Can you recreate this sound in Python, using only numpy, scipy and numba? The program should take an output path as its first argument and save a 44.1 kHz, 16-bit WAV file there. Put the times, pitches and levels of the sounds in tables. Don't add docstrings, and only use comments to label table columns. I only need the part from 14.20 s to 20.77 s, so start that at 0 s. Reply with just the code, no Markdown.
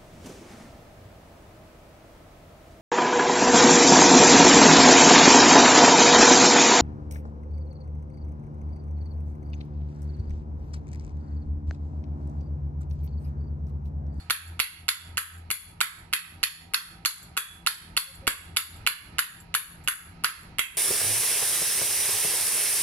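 import sys
import numpy as np
from scipy import signal
from scipy.fft import rfft, irfft, next_fast_len
from scipy.io import wavfile
from scipy.ndimage import uniform_filter1d, map_coordinates
from numba import njit

SR = 44100
rng = np.random.default_rng(int(sys.argv[2]) if len(sys.argv) > 2 else 0)


def inscribe(sig):
    pcm = np.round(np.clip(np.atleast_2d(sig).T, -1, 1) * 32767)
    wavfile.write(sys.argv[1], SR, pcm.astype(np.int16))


N = 289737


def amp(db):
    return 10 ** (np.asarray(db) / 20)


def unit_rms(x):
    return x / np.sqrt(np.mean(x ** 2) + 1e-20)


def at_hz(points, hz):
    f, value = np.transpose(points)
    return np.interp(np.log(hz + 1), np.log(f + 1), value)


def wobble(rate_hz):
    knots = rng.standard_normal(int(N * rate_hz / SR) + 4)
    return map_coordinates(knots, [np.arange(N) * rate_hz / SR])


def phase_drift(shape, step_rad):
    return np.cumsum(step_rad * rng.standard_normal(shape), axis=-1)


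def filtered(x, response):
    n = x.shape[-1]
    size = next_fast_len(n + SR // 10)
    return irfft(rfft(x, size) * response(np.fft.rfftfreq(size, 1 / SR)), size)[..., :n]


def burst(spectrum, db, t60_s, t):
    noise = filtered(rng.standard_normal(len(t)), lambda f: amp(at_hz(spectrum, f)))
    return amp(db - 60 * t / t60_s) * unit_rms(noise)


def mix_in(track, start_s, sound):
    k = round(start_s * SR)
    sound = sound[:, max(-k, 0):N - k]
    track[:, max(k, 0):max(k, 0) + sound.shape[1]] += sound


def contact(zone_db, favour_db, free_s, damping_db_per_s, crack_db):
    zone_edges = [2000, 3600, 5600, 9000]
    # f/Hz, level/dB, t60/s
    modes = [(1280, -25, 0.021), (1300, -30, 0.29), (1437, -6, 0.027), (1598, -20, .025),
             (1828, -21, 0.052), (2115, -15, 0.046), (2279, -4, 0.026), (2662, -7.5, 0.02),
             (2819, -6, 0.021), (3245, -9, 0.017), (3794, -3, 0.01), (4390, -25.5, 0.25),
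             (4329, -4.5, 0.038), (4790, -4.5, 0.0094), (6590, -9, 0.093), (6870, -19, 0.19),
             (7080, 3.5, 0.01), (7693, -3, 0.05), (9440, -33, .04), (10300, -28, 0.052), (10930, -36, 0.22),
             (11030, -11.5, 0.096), (11180, -24.5, 0.036), (13000, -33, 0.047), (11780, -47, 0.084),
             (11500, -35, .16)]
    # f/Hz, level/dB
    crack_spectrum = [(300, -78), (800, -74), (1300, 16), (3000, 22), (5000, -23), (6000, -37), (7500, 12),
                      (9000, 4), (11000, -10), (13000, -4), (16000, -37)]
    # f/Hz, level/dB
    fin_spectrum = [(8500, -54.5), (9500, -23), (10300, -8.5), (11000, -9.5), (12000, -8.5), (13000, -21.5),
                    (15000, -25)]
    t = np.arange(SR // 2) / SR
    ring_t = t[:SR // 4]
    hz, db, t60_s = np.transpose(modes)[:, :, None]
    scatter_db = rng.normal(0, 2.5, hz.shape)
    level_db = db + np.asarray(zone_db)[np.searchsorted(zone_edges, hz)] + favour_db(hz) + scatter_db
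    held_s = (t60_s < .1) * np.maximum(ring_t - free_s, 0)
    decay_db = 60 * ring_t / t60_s + damping_db_per_s * held_s
    phase = 2 * np.pi * hz * ring_t + phase_drift(decay_db.shape, .03)
    ring = np.sum(amp(level_db - decay_db) * np.sin(phase), axis=0)
    crack = burst(crack_spectrum, np.mean(zone_db) + crack_db, .005, t)
    shimmer = burst(fin_spectrum, zone_db[-1] - 9.5, .17, t)
    attack = 1 - np.exp(-t / .0002)
    return (np.pad(ring, (0, len(t) - len(ring_t))) + crack + shimmer) * attack


def workshop(direct, wet_db, early_db, indirect=0):
    # f/Hz, t60/s
    reverb_times = [(300, 0.26), (800, 0.32), (1500, 0.33), (4000, 0.31), (11000, 0.3), (15000, 0.085)]
    hz, t, noise = signal.stft(rng.standard_normal((2, SR // 2)), SR, nperseg=128)
    late = amp(-60 * t / at_hz(reverb_times, hz)[:, None])
    early = amp(early_db - 60 * t / .012)
    tail = signal.istft(noise * (late + early), SR, nperseg=128)[1]
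    tail = np.pad(tail / np.linalg.norm(tail[0]), ((0, 0), (round(.002 * SR), 0)))
    send = amp(wet_db) * direct + indirect
    return direct + signal.fftconvolve(send[None], tail, axes=1)[:, :len(direct)]


def far_side(zone_db, share_db, t):
    # f/Hz, level/dB
    spectrum = [(400, -18), (800, -21.5), (1300, 4), (2000, 2.5), (3000, 1), (4500, -4), (5700, -19.5),
                (7200, -23), (8800, -47), (11000, 3.5), (13000, -25), (15000, -60)]
    zone_spectrum = np.transpose([[1400, 2800, 4500, 7300, 11000], zone_db])
    click = (np.arange(len(t)) == SR // 500) * amp(share_db)
    return filtered(click, lambda f: amp(at_hz(spectrum, f) + .81 * at_hz(zone_spectrum, f)))


def valve_taps():
    # landing t/s, rim lead/s, rim middle zone/dB,
    # landing low/dB, middle/dB, upper/dB, top/dB, bench thump/dB, stem ping/dB
    strokes = [(-0.19, .007, -24, -18, -35, -14.5, -20, -33.5, -60),
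               (0.1061, 0.0068, -21.5, -14.5, -20.5, -19, -13.5, -12, -58),
               (0.4, 0.0066, -24.5, -19.5, -17, -17, -14, -14, -44),
               (0.6885, 0.0061, -24.5, -17.5, -23, -15, -16, -35, -36),
               (0.978, 0.0061, -23, -16, -27, -25, -16.5, -49, -47),
               (1.3116, .0082, -25, -26.5, -29.5, -25.5, -14, -6.5, -43.5),
               (1.612, 0.0066, -20.5, -12, -20.5, -17, -15.5, -46, -56),
               (1.9346, 0.0063, -28, -14.5, -18.5, -18.5, -14.5, -19, -41),
               (2.2363, 0.0057, -20, -21.5, -21, -16.5, -16, -14, -42),
               (2.5438, 0.0071, -27, -13.5, -24.5, -15.5, -15, -40, -40),
               (2.8577, 0.0074, -23.5, -15.5, -28.5, -16, -12.5, -38.5, -48),
               (3.1749, 0.0068, -29.5, -15, -29, -25.5, -15.5, -11, -36),
               (3.4712, .0073, -19.5, -14.5, -23, -14.5, -13.5, -32, -45),
               (3.7738, .0069, -21, -18, -25.5, -16.5, -13.5, -14, -41.5),
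               (4.0767, .0069, -22.5, -12.5, -19.5, -20, -13, 6.5, -38),
               (4.3696, 0.0055, -28, -16, -30.5, -16.5, -13.5, -38, -43),
               (4.673, .0075, -19, -14, -20.5, -18.5, -14.5, -35, -45),
               (4.9906, .0066, -20.5, -13.5, -22, -18, -14, -18, -56),
               (5.3496, .0080, -19.5, -14, -23.5, -23, -10, -15, -60),
               (5.683, 0.0074, -21.5, -15, -24.5, -24, -14, -12, -57),
               (6.0443, 0.0064, -34, -7.5, -19, -20, -14.5, -40, -54),
               (6.3929, 0.0081, -24.5, -18.5, -14, -29.5, -14.5, -6, -58)]
    # f/Hz, t60/s
    stem_mode = (3385, 0.26)
    ping_hz, ping_t60_s = stem_mode
    out, t = np.zeros((2, N)), np.arange(SR // 2) / SR
    rim_favour_db = lambda hz: 7 * np.exp(-((hz - 2780) / 230) ** 2) - 6
    for land_s, lead_s, rim_db, *lower_db, top_db, thump_db, ping_db in strokes:
        rim_low_db, rim_top_db, high_db = rng.normal([-24.5, -22.5, -28.5], 1.5)
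        rim_zone_db = [rim_low_db, rim_db, rim_db - 11, rim_db - 11, rim_top_db]
        rim = contact(rim_zone_db, rim_favour_db, free_s=.0025, damping_db_per_s=18000, crack_db=-5)
        mix_in(out, land_s - lead_s, workshop(rim, wet_db=-4, early_db=3))

        zone_db = [*lower_db, high_db, top_db]
        thump = amp(thump_db) * np.sin(2 * np.pi * 450 * t) * np.exp(-t / .00011)
        ping_phase = 2 * np.pi * ping_hz * t + phase_drift(len(t), .059)
        ping = amp(ping_db - 60 * t / ping_t60_s) * np.sin(ping_phase)
        face = contact(zone_db, np.zeros_like, free_s=.0026, damping_db_per_s=3300, crack_db=4.5)
        click = far_side(zone_db, share_db=20.5, t=t)
        mix_in(out, land_s, workshop(face + thump + ping, wet_db=-3.5, early_db=-1, indirect=click))
    return out


def traffic():
    # f/Hz, level/dB
    spectrum = [(15, -47), (25, -6), (86, -2), (565, -22.5), (620, -18), (958, -18.5), (1050, -37),
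                (1290, -20.5), (1380, -29.5), (2510, -28.5), (3620, -42), (4160, -34), (6000, -49),
                (7800, -58), (13200, -120)]
    # f/Hz, correlation
    coherence = [(28, 0.95), (60, 1), (140, 0.93), (250, 0.93), (500, 0.92), (1200, .1), (9000, .05)]
    # t/s, level/dB
    swell = [(0, -61), (.8, -62.5), (1.5, -63), (3.7, -60), (4.7, -57.5), (5.3, -60.5), (6, -58),
             (6.57, -59.5)]
    width_rad = lambda f: np.arccos(np.clip(at_hz(coherence, f), -1, 1)) / 2
    response = lambda f: amp(at_hz(spectrum, f)) * [np.cos(width_rad(f)), np.sin(width_rad(f))]
    mid, side = filtered(rng.standard_normal((2, N)), response)
    level_db = np.interp(np.arange(N) / SR, *np.transpose(swell)) + 1.6 * wobble(9)
    return amp(level_db) * unit_rms(np.array([mid + side, mid - side]))


def idling_engine():
    # t/s, level/dB
    swell = [(0, -61.5), (.3, -43), (.6, -61.5), (.95, -49.5), (1.1, -54.5), (1.27, -51), (1.45, -68),
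             (1.9, -61.5), (3.1, -71), (4.5, -59), (5, -80), (6.57, -81)]
    firing_hz = 83.5 * (1 + .0164 * wobble(6.5))
    phase = 2 * np.pi * np.cumsum(firing_hz) / SR
    firing_db = np.interp(np.arange(N) / SR, *np.transpose(swell)) + 2.2 * wobble(7.7)
    octave_db = -65 + 2.8 * wobble(18)
    return amp(firing_db) * np.sin(phase) + amp(octave_db) * np.sin(2 * phase)


def machine_hum():
    # f/Hz, level/dB
    tones = [(334, -76.5), (722, -73.5), (780, -71), (948, -80), (1281, -81.5)]
    out, t = np.zeros((2, N)), np.arange(N) / SR
    for hz, db in tones:
        out += amp(db + 2 * wobble(15)) * np.sin(2 * np.pi * hz * t + phase_drift((2, N), .0218))
    return out


def lift_hiss():
    # t/s, level/dB
    lifts = [(0.2722, -45), (0.866, -54), (1.1322, -55), (1.1751, -53), (1.786, -49), (2.7066, -50),
             (3.024, -41), (3.947, -43), (4.559, -49), (5.2, -45), (5.638, -47), (6.2281, -53)]
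    # f/Hz, level/dB
    spectrum = [(3000, -31), (6500, -26), (7500, -4), (8500, -35), (10500, -4), (12500, -1), (13500, -89)]
    out, t = np.zeros((2, N)), np.arange(SR // 10) / SR
    attack = 1 - np.exp(-t / .0061)
    for start_s, db in lifts:
        left = burst(spectrum, db - 8, .1, t)
        right = burst(spectrum, db, .043, t)
        mix_in(out, start_s, np.array([left, right]) * attack)
    return out


def far_toots():
    # t/s, length/s, level/dB
    toots = [(3.859, 0.073, -56.5), (4.017, 0.062, -54.5)]
    out, pitch_hz = np.zeros((2, N)), 540
    for start_s, length_s, db in toots:
        t = np.arange(round(length_s * SR)) / SR
        envelope = amp(db) * np.sin(np.pi * t / length_s) ** 1.2
        mix_in(out, start_s, envelope * np.sin(2 * np.pi * pitch_hz * t) * np.ones((2, 1)))
    return out


def scene():
    return valve_taps() + lift_hiss() + traffic() + idling_engine() + far_toots() + machine_hum()


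@njit
def glide(target, fall_s, rise_s):
    out, now = np.empty(len(target)), target[0]
    for k in range(len(target)):
        now += (target[k] - now) / (SR * (fall_s if target[k] < now else rise_s))
        out[k] = now
    return out


def record(dry):
    # f/Hz, gain/dB
    left_port = [(300, -4), (750, -9), (1000, -3.5), (1400, -4), (2500, -7.5), (4500, -2), (7500, -5.5),
                 (9000, 0), (11000, -0.5), (16000, -20)]
    # f/Hz, gain/dB
    right_port = [(300, -4.5), (750, -8.5), (1100, 1), (8000, 5), (9000, 9), (10000, -25.5), (12000, -26),
                  (16000, -25)]
    lead_s, cutoff_hz = .00008, 16300
    knee_db, max_boost_db = -41, 14.5
    lead = lambda f: np.exp(2j * np.pi * f * lead_s)
    ports = lambda f: np.array([amp(at_hz(left_port, f)) * lead(f), amp(at_hz(right_port, f))])
    heard = filtered(dry, ports)
    sensed = filtered(heard, lambda f: f / (f + 600))
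    power = np.abs(uniform_filter1d(np.mean(sensed ** 2, axis=0), size=301))
    level_db = 10 * np.log10(power + 1e-12)
    target_db = np.clip(.7 * (knee_db - level_db), 0, max_boost_db)
    boost_db = glide(target_db, fall_s=.01, rise_s=.025)
    return filtered(heard * amp(boost_db), lambda f: f < cutoff_hz)


dry = scene()
out = record(dry)
inscribe(out)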